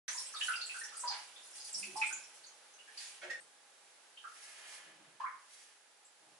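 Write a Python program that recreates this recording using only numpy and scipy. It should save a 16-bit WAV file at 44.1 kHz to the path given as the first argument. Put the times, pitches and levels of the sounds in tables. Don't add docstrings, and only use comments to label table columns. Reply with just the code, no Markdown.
import sys
import numpy as np
from scipy import signal
from scipy.fft import rfft, irfft, next_fast_len
from scipy.io import wavfile

SR = 44100
rng = np.random.default_rng(int(sys.argv[2]) if len(sys.argv) > 2 else 0)


def dump_mix(stems):
    frames = np.atleast_2d(stems).T
    limited = np.clip(frames, -1, 1)
    pcm = np.round(limited * 32767).astype(np.int16)
    wavfile.write(sys.argv[1], SR, pcm)


N = 281799
TIME = np.arange(N) / SR
WATER_STOP_S = 3.401

# frequency in Hz, seconds to die by 60 dB.
TILE_DECAY = [(200, 0.53), (1000, 0.46), (2500, 0.43), (6000, .38), (11000, 0.15)]
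# frequency in Hz, left-right likeness (1 is mono).
STEREO_LIKENESS = [(150, 0.93), (500, 0.49), (1000, 0.44), (2000, 0.3), (4000, 0.079), (10000, 0.17)]
# frequency in Hz, level in dB.
HISS_EQ = [(24, -75), (40, -55), (118, -27), (149, -20), (316, -10.5), (410, -4.5), (569, -2.5), (773, -3),
           (849, -2.5), (1210, -3.5), (1640, -0.5), (1760, -3.5), (2500, -4), (9110, -7), (11000, -6.5),
           (14300, -95), (22000, -120)]
# time in seconds, level in dB.
HISS_FADER = [(.1, -59), (2.6, -61), (3.6, -63.5), (3.9, -62.5), (5.1, -65), (6.1, -65.5), (6.25, -64.5)]
# frequency in Hz, level in dB.
TUB_EQ = [(60, -25), (100, -15), (150, -1), (250, -1.5), (350, 1), (480, -1.5), (700, -0.5), (1200, -5.5),
          (3000, -40)]
# peak time in seconds, hold in seconds, level in dB.
STIRS = [(1.787, 0.17, -67.5), (3.237, 0.072, -73.5), (4.867, 0.23, -72), (6.24, 0.065, -73.5)]
# frequency in Hz, level in dB.
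HAIR_EQ = [(150, -43), (800, -40), (2000, 1.5), (3500, 0), (5000, 4.5), (7000, 3), (11000, 3.5)]
# frequency in Hz, level in dB.
COMB_EQ = [(120, -42), (280, -15.5), (500, -5.5), (800, -5.5), (1450, -3), (1680, 6), (1950, -4),
           (2450, -0.5), (2800, -4), (3100, 0), (3600, -8), (10000, -32)]
# time of the bite in seconds,
# hold in seconds, slip in dB, pull in dB.
STROKES = [(4.37, 0.22, -52.5, -63), (4.72, 0.035, -49.5, -55), (5.519, 0.13, -55, -71)]
# frequency in Hz, level in dB.
FIZZ_EQ = [(100, -80), (300, -65), (1500, -28), (3000, -26), (5000, -5.5), (7000, -4.5), (9000, -2.5),
           (11000, -3.5)]
# frequency in Hz, level in dB.
PATTER_EQ = [(120, -58), (300, -24), (600, -12), (1000, -3.5), (1600, -3.5), (2800, 5), (4500, -2.5),
             (9000, -10)]
# time of the tightest grip in seconds, rise in seconds,
# spray fader in dB, runoff fader in dB.
SQUEEZES = [(0.1, 0.1, -48.5, -67), (0.19, 0.21, -47, -59), (0.46, 0.26, -45.5, -50),
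            (0.77, 0.19, -49.5, -55.5), (1.02, 0.14, -48.5, -70), (1.2, 0.26, -63, -55.5),
            (1.6, 0.26, -54, -60), (1.8, 0.51, -49, -63.5), (1.97, 0.016, -48.5, -56.5),
            (2.08, 0.016, -53, -60.5), (2.35, 0.02, -63, -68.5), (3.06, 0.21, -55.5, -56)]
# start in seconds, pitch in Hz, level in dB, length in seconds.
TUB_RINGS = [(1.75, 193, -68.5, 0.1), (1.861, 365.7, -62.5, 0.081), (1.95, 148, -77.5, 0.052),
             (3.223, 353.4, -61, 0.07), (3.224, 599, -55.5, 0.014), (3.271, 529, -59, 0.019)]
# frequency in Hz, level in dB.
SLAP_EQ = [(90, -44), (180, -41), (320, -22), (600, -1), (900, 1), (1700, 9), (3500, -0.5), (6000, -6.5),
           (11000, -18)]
# start in seconds, level in dB, decay in seconds, tilt in dB/octave.
SPLASHES = [(0.071, -44, 0.043, 3.5), (1.031, -55.5, 0.025, -6.5), (1.11, -48, 0.077, 1.5),
            (2.017, -47.5, 0.016, 2), (2.967, -47, 0.13, 8.5), (3.217, -48, 0.052, -1.5),
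            (3.299, -49.5, 0.013, 3), (5.198, -56.5, 0.03, -2.5)]
# start in seconds, first and last pitch in Hz, level in dB, life in seconds,
# fade over that life in dB, glide exponent (higher bends later).
BLOOPS = [(1.033, 964, 2190, -41, 0.077, 23, 5.2), (1.955, 854, 909, -40.5, 0.084, 31, 0.81),
          (3.295, 1888, 1730, -42.5, 0.088, 55, 0.88), (5.2, 1022, 2550, -38.5, 0.067, 16, 3.23)]
# start in seconds, pitch in Hz, level in dB.
DRIPS = [(0.08, 1890, -54), (0.081, 6050, -44), (0.13, 7030, -48.5), (0.146, 1020, -55.5),
         (0.175, 5430, -44), (0.26, 8070, -52), (0.336, 1289, -50), (0.344, 4660, -52.5),
         (0.362, 3740, -49), (0.403, 1730, -49.5), (0.409, 3010, -38), (0.481, 1473, -36),
         (0.53, 2725, -44.5), (0.556, 4860, -49), (0.611, 4360, -43.5), (0.658, 7740, -52),
         (0.693, 2640, -46.5), (0.741, 1500, -47.5), (0.786, 9050, -51), (0.809, 1780, -48.5),
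         (0.834, 5740, -50.5), (0.923, 1325, -55.5), (0.968, 8830, -50), (0.995, 8000, -49),
         (1.075, 4850, -39.5), (1.09, 820, -49.5), (1.102, 4350, -47.5), (1.36, 3610, -58),
         (1.6, 5100, -54), (1.645, 4730, -57.5), (1.728, 7750, -48.5), (1.741, 5500, -42.5),
         (1.78, 8900, -47), (1.827, 2570, -47), (1.964, 5240, -52), (2.014, 2480, -33.5),
         (2.062, 8470, -47.5), (2.102, 1512, -51), (2.125, 7000, -44), (2.235, 5610, -60.5),
         (2.436, 4440, -59.5), (2.465, 6500, -60), (2.735, 6300, -65), (2.787, 2880, -61),
         (2.876, 1770, -60), (2.974, 4700, -49.5), (3.301, 5320, -60.5), (3.403, 8800, -63.5),
         (4.171, 3080, -56.5), (4.24, 1340, -49), (6.048, 7620, -66)]


def amp(db):
    return 10 ** (np.asarray(db) / 20)


def unit(x):
    return x / np.sqrt(np.mean(x ** 2) + 1e-20)


def along(points, hz):
    freqs, values = np.transpose(points)
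    return np.interp(np.log(hz + 1), np.log(freqs), values)


def filtered(x, response):
    n = x.shape[-1]
    size = next_fast_len(n + 4096)
    return irfft(rfft(x, size) * response(np.fft.rfftfreq(size, 1 / SR)), size)[..., :n]


def coloured(x, eq):
    return unit(filtered(x, lambda hz: amp(along(eq, hz))))


def swell(s, rise, hold, fall_db_per_s, grow_db_per_s=0):
    t = TIME - s
    attack_db = 20 * np.minimum(t, 0) / rise
    release_db = fall_db_per_s * np.maximum(t - hold, 0)
    return amp(attack_db + grow_db_per_s * np.clip(t, 0, hold) - release_db)


def together(gains):
    return np.linalg.norm(gains, axis=0)


def diffuse(n):
    def shares(hz):
        turn = np.arccos(np.clip(along(STEREO_LIKENESS, hz), -1, 1)) / 2
        return np.array([np.cos(turn), np.sin(turn)])
    mid, side = filtered(rng.standard_normal((2, n)), shares)
    return np.array([mid + side, mid - side])


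def bathroom(sound, hz, tub_db=-3, tub_t60=0.17, build_s=0.0037, direct_db=-9):
    t = np.arange(SR // 2) / SR
    decay = amp(-60 * t / along(TILE_DECAY, hz)) + amp(tub_db - 60 * t / tub_t60)
    decay *= 1 - np.exp(-t / build_s) / 2
    echoes = diffuse(len(t)) * decay / np.linalg.norm(decay)
    direct = amp(direct_db) * along(STEREO_LIKENESS, hz) * (t == 0)
    wet = signal.fftconvolve(sound[None], direct + echoes, axes=1)
    energy = np.sum(wet ** 2, axis=1, keepdims=True)
    return wet / np.sqrt(energy / (.07 * SR))


def grains(n, per_second, spread_db):
    hits = rng.random(n) < per_second / SR
    return hits * rng.standard_normal(n) * amp(spread_db * rng.standard_normal(n))


def crackle(eq, hz, per_second, spread_db):
    return coloured(bathroom(grains(N, per_second, spread_db), hz)[:, :N], eq)


def room_tone(drone_hz=835, drone_db=-14):
    drone = unit(filtered(diffuse(N), lambda hz: 1 / (1 + ((hz - drone_hz) / 25) ** 2)))
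    fader = amp(np.interp(TIME, *np.transpose(HISS_FADER)))
    return fader * (coloured(diffuse(N), HISS_EQ) + amp(drone_db) * drone)


def lapping():
    stir = together([amp(db) * swell(s, 0.086, hold, fall_db_per_s=50) for s, hold, db in STIRS])
    return stir * crackle(TUB_EQ, hz=300, per_second=150, spread_db=0.5)


def comb():
    slip = together([amp(db) * swell(s, 0.19, hold, fall_db_per_s=119) for s, hold, db, _ in STROKES])
    pull = together([amp(db) * swell(s, 0.34, hold, fall_db_per_s=39, grow_db_per_s=15.5)
                     for s, hold, _, db in STROKES])
    snaps = crackle(HAIR_EQ, hz=8000, per_second=1500, spread_db=3.0)
    body = crackle(COMB_EQ, hz=1700, per_second=810, spread_db=3.5)
    return slip * snaps + pull * body


def tiny_bubbles(per_second=110, low_hz=3800, high_hz=10500, ring_cycles=45, spread_db=3):
    when, pitch, size = rng.random((int(per_second * N / SR), 3)).T[:, :, None]
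    hz = low_hz * (high_hz / low_hz) ** pitch
    t = np.arange(SR // 50) / SR
    envelopes = amp(spread_db * 2 * size - 60 * t * hz / ring_cycles)
    pips = envelopes * np.sin(2 * np.pi * hz * t * (1 + 10 * t))
    at = (when * N).astype(int) + np.arange(len(t))
    motion = np.bincount(at.ravel(), pips.ravel(), N)
    return unit(bathroom(np.diff(motion), high_hz)[:, :N])


def spray(fizz_db=3, bubbles_db=-1, patter_db=-2, runoff_lag_s=0.012):
    fine = together([amp(db) * swell(s, rise, hold=0, fall_db_per_s=76) for s, rise, db, _ in SQUEEZES])
    coarse = together([amp(db) * swell(s + runoff_lag_s, rise=0.38, hold=0.09, fall_db_per_s=55)
                       for s, _, _, db in SQUEEZES])
    fizz = amp(fizz_db) * crackle(FIZZ_EQ, hz=7950, per_second=410, spread_db=0.5)
    fizz += amp(bubbles_db) * tiny_bubbles()
    patter = amp(patter_db) * crackle(PATTER_EQ, hz=1480, per_second=300, spread_db=2.5)
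    return (fine * fizz + coarse * patter) * (TIME < WATER_STOP_S)


def tub_ring(hz, length):
    t = np.arange(int(length * SR)) / SR
    tone = np.sin(2 * np.pi * hz * t * (1 + 0.23 * t)) * np.sin(np.pi * t / length)
    wet = bathroom(tone, hz)
    return wet / np.sqrt(np.mean(wet[:, :len(t)] ** 2))


def splash(decay_s, tilt_db):
    t = np.arange(int(decay_s * SR * 2)) / SR
    burst = grains(len(t), per_second=3600, spread_db=7.0) * np.exp(-2 * t / decay_s)
    tilted_eq = [(hz, db + tilt_db * np.log2(hz / 1000)) for hz, db in SLAP_EQ]
    return bathroom(coloured(burst, tilted_eq), hz=1600)


def bubble(pitch, fade_db, splat_db=-11, splat_t60=0.022, swell_cycles=2.1, splat_width=1.17):
    t, hz = np.arange(len(pitch)) / SR, pitch[0]
    attack = 1 - np.exp(-t * hz / swell_cycles)
    tone = np.sin(2 * np.pi * np.cumsum(pitch) / SR) * amp(-fade_db) * attack
    band = signal.butter(3, [hz / splat_width, hz * splat_width ** 2], "bandpass", fs=SR, output="sos")
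    splat = signal.sosfilt(band, rng.standard_normal(len(t)) * amp(-60 * t / splat_t60))
    surface = signal.butter(2, hz / 2, "highpass", fs=SR, output="sos")
    return bathroom(unit(signal.sosfilt(surface, tone)) + amp(splat_db) * unit(splat), hz)


def bloop(first_hz, last_hz, life, fade_db, bend):
    age = np.arange(int(life * SR)) / SR / life
    burst_db = 60 * age ** 80
    pitch = first_hz + (last_hz - first_hz) * age ** bend
    return bubble(pitch, fade_db * age + burst_db, splat_db=-12, splat_t60=0.037, swell_cycles=3.0)


def drip(hz, ring_cycles=45, pitch_rise=0.32):
    ring_s = ring_cycles / hz
    age = np.arange(int(ring_s * SR) + SR // 50) / SR / ring_s
    pitch = hz * (1 + pitch_rise * (np.minimum(age, 1) - .15))
    return bubble(pitch, fade_db=60 * age)


def falling_water():
    cues = [(s, amp(db) * drip(hz)) for s, hz, db in DRIPS]
    cues += [(s, amp(db) * bloop(first_hz, last_hz, life, fade_db, bend))
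             for s, first_hz, last_hz, db, life, fade_db, bend in BLOOPS]
    cues += [(s, amp(db) * splash(decay_s, tilt_db)) for s, db, decay_s, tilt_db in SPLASHES]
    cues += [(s, amp(db) * tub_ring(hz, length)) for s, hz, db, length in TUB_RINGS]
    early, late = np.zeros((2, 2, N))
    for s, sound in cues:
        track = early if s < WATER_STOP_S else late
        start = round(s * SR)
        track[:, start:start + sound.shape[1]] += sound[:, :N - start]
    return early * (TIME < WATER_STOP_S) + late


def scene(lean_db=0.93):
    return (falling_water() + spray() + lapping() + comb() + room_tone()) * amp([[-lean_db], [lean_db]])


def record(dry, low_cut_hz=125, high_cut_hz=11130, silence_s=0.08):
    thinned = signal.sosfilt(signal.butter(2, low_cut_hz, "highpass", fs=SR, output="sos"), dry)
    return filtered(thinned * (TIME >= silence_s), lambda hz: 1 / np.sqrt(1 + (hz / high_cut_hz) ** 300))


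dry = scene()
out = record(dry)
dump_mix(out)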